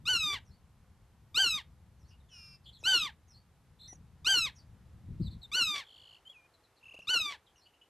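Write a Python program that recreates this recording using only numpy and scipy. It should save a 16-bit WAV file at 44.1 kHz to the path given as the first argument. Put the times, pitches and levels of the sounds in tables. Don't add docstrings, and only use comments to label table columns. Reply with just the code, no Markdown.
import sys
import numpy as np
from scipy import signal
from scipy.fft import rfft, irfft, next_fast_len
from scipy.io import wavfile
from scipy.ndimage import uniform_filter1d, map_coordinates

SR = 44100
rng = np.random.default_rng(int(sys.argv[2]) if len(sys.argv) > 2 else 0)


def digitize_waveform(pressure):
    field = np.atleast_2d(pressure).T
    bounded = np.clip(field, -1, 1)
    quanta = np.round(bounded * 32767).astype(np.int16)
    wavfile.write(sys.argv[1], SR, quanta)


N = 347949

# (time [s], relative level [dB])
HUSH_LEVEL = [(0.0, -76.5), (3.34, -77.5), (5.8, -73.5), (7.89, -76)]
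BUFFET_LEVEL = [(0, -51), (.65, -59), (3, -59.5), (3.5, -63), (3.95, -55.5), (4.8, -56.5), (5.15, -43),
                (5.26, -39.5), (5.42, -55.5), (5.72, -67.5), (5.88, -73.5), (6.75, -75.5), (7, -70),
                (7.4, -72.5), (7.88, -77.5)]
# (frequency [Hz], gain [dB])
HUSH_SPECTRUM = [(150, -33.5), (250, -9), (526, -5.5), (600, -11), (652, -7.5), (864, -6.5), (2570, -17),
                 (3760, -19.5), (4660, -22.5), (13000, -32)]
BUFFET_SPECTRUM = [(12, -48), (20, -14), (75, 3.5), (135, -2), (225, -11), (255, -17.5), (340, -23.5),
                   (370, -29), (600, -37.5), (780, -85.5), (1320, -120)]
BODY_SPECTRUM = [(30, -9.5), (150, -8.5), (400, 0), (850, -5), (1400, -31), (4000, -22.5), (13000, -34)]
# (time [s], level [dB])
KNOCKS = [(2.829, -50), (3.928, -50), (6.868, -61), (6.942, -49), (6.989, -48.5), (7.151, -43.5),
          (7.199, -47.5), (7.368, -65)]
# (frequency [Hz], time to fall 60 dB [s])
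GRASS_DECAY = [(500, .13), (3000, 0.17), (12000, 0.03)]

# (time [s], relative level [dB])
SLIDE_CALLS = [(.44, -79.5), (1.978, -83.5), (3.27, -70.5), (6.985, -79.5), (7.545, -76)]
# (time into the note [s], pitch [Hz])
SLIDE_BEND = [(0, 6600), (.035, 5600), (.08, 5050)]
HOOK_BEND = [(0, 4150), (.035, 4464), (.075, 4650)]
# (time [s], length [s], first pitch [Hz], last pitch [Hz], relative level [dB])
BUZZ_NOTES = [(2.069, 0.068, 6300, 4500, -75), (2.635, 0.054, 4840, 3850, -72),
              (2.72, 0.069, 4460, 3370, -65.5), (2.78, .06, 7600, 4600, -73),
              (3.783, .11, 3810, 3960, -60.5), (4.545, .076, 6620, 4030, -67.5),
              (5.209, 0.078, 4780, 3880, -65.5), (5.3, 0.047, 4650, 3580, -66),
              (5.412, 0.032, 3990, 4050, -64), (6.759, 0.037, 4640, 3800, -76.5)]
FLICK_NOTES = [(2.198, 0.019, 4100, 3550, -77), (5.257, 0.037, 4300, 3570, -57),
               (5.425, 0.042, 4150, 3570, -54.5), (6.532, 0.028, 4570, 3870, -74.5),
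               (6.631, 0.0326, 4640, 3820, -77.5), (7.462, .027, 4250, 3050, -70.5),
               (7.557, 0.0079, 3100, 2700, -68.5)]
# (time [s], length [s], centre pitch [Hz], relative level [dB])
PIP_NOTES = [(2.103, .036, 2830, -70.5), (2.652, 0.055, 3343, -58.5), (7.654, 0.0237, 2930, -69.5),
             (7.732, 0.023, 2800, -72.5), (7.811, 0.016, 2933, -65.5)]
# (time [s], pitch [Hz], relative level [dB])
HIGH_GLIDE = [(3.872, 4850, -70), (3.884, 6000, -50), (3.932, 5810, -51.5), (3.946, 7100, -70),
              (3.963, 5460, -54)]
LOW_GLIDE = [(6.25, 2980, -63), (6.279, 3160, -48), (6.287, 3200, -75), (6.3, 3350, -46),
             (6.322, 3300, -61), (6.338, 2750, -65), (6.365, 2480, -57), (6.42, 2380, -70),
             (6.47, 2480, -67)]
NASAL_GLIDE = [(2.283, 470, -69), (2.303, 392, -68), (2.335, 364.8, -57), (2.38, 349.8, -58),
               (2.46, 342.4, -58.5), (2.55, 337.5, -62.5), (2.578, 330.4, -76)]
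# (harmonic [number], relative level [dB])
NASAL_HARMONICS = [(3, -29), (4, -19.5), (7, -4), (8, 2.5), (9, -24), (14, -6), (15, 1.5), (16, 0.5),
                   (17, -20.5)]
# (frequency [Hz], gain [dB])
BILL_SPECTRUM = [(3200, -2), (4200, 0), (5000, 2.5), (5600, -2), (6300, -13), (7500, -14)]
# (time [s], length [s], chip rate [1/s], first pitch [Hz], last pitch [Hz],
# sweep per chip [share of pitch], relative level [dB])
TRILL_RUNS = [(2.85, .25, 55, 3800, 3100, .22, -45.5), (5.807, .41, 53.7, 3350, 2900, -.24, -59.5),
              (5.845, .37, 53.7, 4300, 4400, -.22, -69.5), (6.796, .285, 36.6, 2650, 2740, .17, -54.5)]

# (frequency [Hz], gain [dB])
THROAT_SPECTRUM = [(750, -17), (1150, -5.5), (1380, -10), (1580, -2), (2200, 0.5), (2950, -0.5),
                   (3400, 1.5), (4300, -1.5), (5000, -10), (6100, -11.5), (7000, -22.5), (8000, -17.5),
                   (9000, -35), (13000, -34)]
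# (centre [Hz], width [Hz], depth [dB])
GROUND_NOTCHES = [(1296.6, 39, 17), (2436, 75, 13.5), (2662, 27, 14), (4059, 42, 5), (4492, 94, 8.5)]
# (time [s], rasp after [s], break after [s], first pitch [Hz], top pitch [Hz],
# rise [s], arch width [s], sag [Hz], level [dB], fade [dB/s], rasp [0-1], brightness [dB/octave])
WADER_CRIES = [(.053, .265, 0.29, 1186, 1517, .051, .034, 95.7, -28, 45.5, 0.6, -.5),
               (1.343, .22, 0.23, 1174, 1572, .063, 0.029, 102.9, -25.5, 83, .25, 0.43),
               (2.836, .183, .225, 1265, 1549, .053, 0.086, 237, -24.5, 99.5, .15, -2.06),
               (4.245, .203, 0.21, 1188, 1583, .054, .0443, 126, -25, 66, .25, 0.6),
               (5.515, .22, 0.28, 1137, 1498, .0595, .028, 90.3, -27.5, 75.5, .65, 0),
               (7.07, .22, 0.25, 1162, 1513, .047, .036, 112.9, -29.5, 77.5, 0.9, -1.65)]

ATTACK_S, ATTACK_DB, FADE_FROM_S = .034, 20.5, .11
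BREAK_S, BREAK_HZ_PER_S, BREAK_DB_PER_S = .049, 8000, 345


def amp(db):
    return 10 ** (np.asarray(db) / 20)


def lean_left(db):
    return amp([[db], [-db]])


def unit(x):
    return x / np.sqrt(np.mean(x ** 2) + 1e-20)


def along(points, hz):
    f, v = np.transpose(points)
    return np.interp(np.log(hz + 1), np.log(f + 1), v)


def curves(rows, t):
    s, *cols = np.transpose(rows)
    return [np.interp(t, s, c) for c in cols]


def wobble(rate, size):
    knots = rng.standard_normal(4096)
    return map_coordinates(knots, [np.arange(size) * rate / SR], mode="mirror")


def phase_of(pitch):
    return 2 * np.pi * np.cumsum(pitch) / SR


def filtered(x, response):
    m = next_fast_len(x.shape[-1] + 8192)
    return irfft(rfft(x, m) * response(np.fft.rfftfreq(m, 1 / SR)), m)[..., :x.shape[-1]]


def noise(spectrum, size):
    return unit(filtered(rng.standard_normal(size), lambda hz: amp(along(spectrum, hz))))


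def gate(t, start, end, edge):
    return np.sin(np.pi / 2 * np.clip(np.minimum(t - start, end - t) / edge, 0, 1)) ** 2


def add(track, s, sound):
    part = track[max(round(s * SR), 0):][:len(sound)]
    part += sound[:len(part)]


def wind(lumps_db=2.5, side_db=-18):
    t = np.arange(N) / SR
    buffet_db, = curves(BUFFET_LEVEL, t)
    hush_db, = curves(HUSH_LEVEL, t)
    mid = unit(noise(BUFFET_SPECTRUM, N) * amp(lumps_db * wobble(22, N)))
    side = amp(side_db) * noise(BUFFET_SPECTRUM, N)
    buffet = np.array([mid + side, mid - side]) * lean_left(.9)
    return amp(buffet_db - 1) * buffet + amp(hush_db + 3) * noise(HUSH_SPECTRUM, N)


def gust_thud(s=5.196, length=.045, start_hz=200, end_hz=75, level_db=-28):
    track, t = np.zeros(N), np.arange(SR // 10) / SR
    pitch = np.interp(t, [0, length], [start_hz, end_hz]) * (1 + .3 * wobble(350, len(t)))
    add(track, s, amp(level_db) * gate(t, 0, length, .008) * np.sin(phase_of(pitch)))
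    return track * lean_left(1.3)


def camera_bumps(attack_s=.00052, t60=.04):
    track, t = np.zeros(N), np.arange(SR // 10) / SR
    for s, db in KNOCKS:
        envelope = amp(db - 60 * t / t60) * (1 - np.exp(-t / attack_s))
        add(track, s, envelope * noise(BODY_SPECTRUM, len(t)))
    return track


def grass_scatter(x, spread=.11):
    hz, t, bands = signal.stft(rng.standard_normal((2, SR // 3)), SR, nperseg=256)
    decay = amp(-60 * t / along(GRASS_DECAY, hz)[:, None])
    mid, side = signal.istft(bands * decay, SR, nperseg=256)[1]
    tail = np.array([mid + spread * side, mid - spread * side])
    return signal.fftconvolve(x[None], tail / np.linalg.norm(tail[0]), axes=1)[:, :N]


def nasal_call(glide, jitter=.003, rough=.15):
    t = np.arange(glide[0][0], glide[-1][0], 1 / SR)
    pitch, db = curves(glide, t)
    phase = phase_of(pitch * (1 + jitter * wobble(300, len(t))))
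    tone = np.zeros(len(t))
    for k, harmonic_db in NASAL_HARMONICS:
        gain = amp(harmonic_db + along(BILL_SPECTRUM, k * pitch))
        tone += gain * np.sin(k * phase + rng.uniform(0, 2 * np.pi))
    hoarse = unit(tone * (1 + rough * wobble(3500, len(t))))
    return amp(db + 3) * hoarse * gate(t, t[0], t[-1], .01)


def chirp(bend, db, warble_hz, depth):
    t = np.arange(SR // 6) / SR
    pitch, = curves(bend, t)
    warble = depth * np.sin(2 * np.pi * warble_hz * t + .9 * wobble(80, len(t)))
    pitch = pitch * (1 + warble + .006 * wobble(400, len(t)))
    return amp(db + 7.5) * gate(t / bend[-1][0], 0, 1, .28) * np.sin(phase_of(pitch))


def whistle(glide, waver=.004):
    t = np.arange(glide[0][0], glide[-1][0], 1 / SR)
    pitch, db = curves(glide, t)
    phase = phase_of(pitch * (1 + waver * wobble(300, len(t))))
    return amp(db + 2) * gate(t, t[0], t[-1], .0055) * np.sin(phase)


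def songbirds(hook_after_s=.057, pip_rise_hz=140):
    notes = []  # (time [s], relative level [dB], sound)
    for s, db in SLIDE_CALLS:
        notes.append((s, db, chirp(SLIDE_BEND, db, warble_hz=90, depth=.043)))
        notes.append((s + hook_after_s, db, chirp(HOOK_BEND, db + 1, warble_hz=90, depth=.043)))
    for s, length, first, last, db in BUZZ_NOTES:
        notes.append((s, db, chirp([(0, first), (length, last)], db, warble_hz=68, depth=.085)))
    for s, length, first, last, db in FLICK_NOTES:
        bend = [(0, first), (length / 2, first + .81 * (last - first)), (length, last)]
        notes.append((s, db, chirp(bend, db, warble_hz=68, depth=.0047)))
    for s, length, hz, db in PIP_NOTES:
        bend = [(0, hz - pip_rise_hz / 2), (length, hz + pip_rise_hz / 2)]
        notes.append((s, db, chirp(bend, db, warble_hz=240, depth=.07)))
    for glide, voice in [(HIGH_GLIDE, whistle), (LOW_GLIDE, whistle), (NASAL_GLIDE, nasal_call)]:
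        peak_db = max(db for _, _, db in glide)
        notes.append((glide[0][0], peak_db, voice(glide)))
    direct, send = np.zeros(N), np.zeros(N)
    for s, db, sound in notes:
        wet = np.interp(db, [-68, -55], [.35, .03])
        add(direct, s, np.sqrt(1 - wet) * sound)
        add(send, s, np.sqrt(wet) * sound)
    return direct + grass_scatter(send)


def trills(duty=.71):
    track, t = np.zeros(N), np.arange(SR // 2) / SR
    for s, length, rate, first, last, sweep, db in TRILL_RUNS:
        in_chip = (t * rate) % 1
        waver = .02 * wobble(400, len(t))
        pitch = np.interp(t, [0, length], [first, last]) * (1 + sweep * (in_chip - .5) + waver)
        chips = gate(in_chip, .5 - duty / 2, .5 + duty / 2, .06)
        envelope = amp(db + 4.5) * chips * gate(t, 0, length, .081)
        add(track, s, envelope * np.sin(phase_of(pitch)))
    return track


def throat_tone(pitch, phase, bright_db, flutter_db=1.76):
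    order = np.arange(1, 13)[:, None]
    hz = order * pitch
    slack = np.clip((1150 - pitch) / 250, 0, 1)
    gains = amp(along(THROAT_SPECTRUM, hz) + (bright_db - 5 * slack) * np.log2(order))
    gains /= np.sqrt(np.sum(gains ** 2, axis=0) / 2)
    dips_db = sum(depth * np.exp(-((hz - centre) / width) ** 2)
                  for centre, width, depth in GROUND_NOTCHES)
    flutter = flutter_db * np.array([wobble(140, len(pitch)) for _ in order])
    return np.sum(gains * amp(flutter - dips_db) * np.sin(order * phase), axis=0)


def cry(rasp_s, hold_s, first_hz, top_hz, rise_s, arch_s, sag_hz, level_db, fade_db_per_s, rough,
        bright_db, lowest_hz=1121, rasp_onset_s=.023, shimmer_db=1.41):
    size = SR // 2
    t = np.arange(size) / SR
    rise = first_hz + (top_hz - first_hz) * np.sin(np.pi / 2 * np.clip(t / rise_s, 0, 1)) ** 1.5
    sag = np.maximum(top_hz - sag_hz * np.log1p(((t - rise_s) / arch_s) ** 2), lowest_hz)
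    broken_s = np.clip(t - hold_s, 0, BREAK_S)
    pitch = np.where(t < rise_s, rise, sag) - BREAK_HZ_PER_S * broken_s
    db = level_db - ATTACK_DB * np.clip(1 - t / ATTACK_S, 0, 1) ** 1.6
    db -= fade_db_per_s * np.maximum(t - FADE_FROM_S, 0) + BREAK_DB_PER_S * broken_s
    strain = np.clip((pitch - 1310) / 150, 0, 1)
    collapse = broken_s / BREAK_S
    rasp = rough * np.clip((t - rasp_s) / rasp_onset_s, 0, 1) * (1 - .75 * collapse) + .2 * collapse
    jitter = (.0013 + .0024 * strain) * wobble(450, size) + .043 * rasp * wobble(900, size)
    pitch = uniform_filter1d(pitch, size=200) * (1 + jitter)
    phase = phase_of(pitch)
    tone = throat_tone(pitch, phase, bright_db)
    puffs = unit(noise(THROAT_SPECTRUM, size) * (1 + np.cos(phase)))
    breath = (amp(-46) + amp(-30) * strain + amp(-6) * rasp) * puffs
    doubling = np.sin(phase / 2 + 1.1 * wobble(150, size))
    voice = tone * (1 + rasp * (.2 * doubling + .46 * wobble(1100, size))) + breath
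    return voice * amp(db + shimmer_db * wobble(70, size)) * gate(t, 0, hold_s + BREAK_S, .003)


def wader():
    track = np.zeros(N)
    for s, *shape in WADER_CRIES:
        add(track, s, cry(*shape))
    return track


def scene(scatter_db=-15, hiss_db=-79):
    near = wader() + trills()
    birds = near + amp(scatter_db) * grass_scatter(near) + songbirds()
    hiss = amp(hiss_db) * rng.standard_normal((2, N))
    return (birds + camera_bumps()) * lean_left(.15) + wind() + gust_thud() + hiss


def record(dry, slip_hz=3898, clock_hz=48000, top_hz=13050):
    t = np.arange(N) / SR
    saw = sum(np.sin(2 * np.pi * k * slip_hz * t) / (np.pi * k) for k in range(1, 5))
    slope = filtered(dry, lambda hz: 2j * np.pi * hz * (hz < top_hz))
    side_tones = saw / clock_hz * slope
    return filtered(dry + side_tones, lambda hz: hz < top_hz)


dry = scene()
out = record(dry)
digitize_waveform(out)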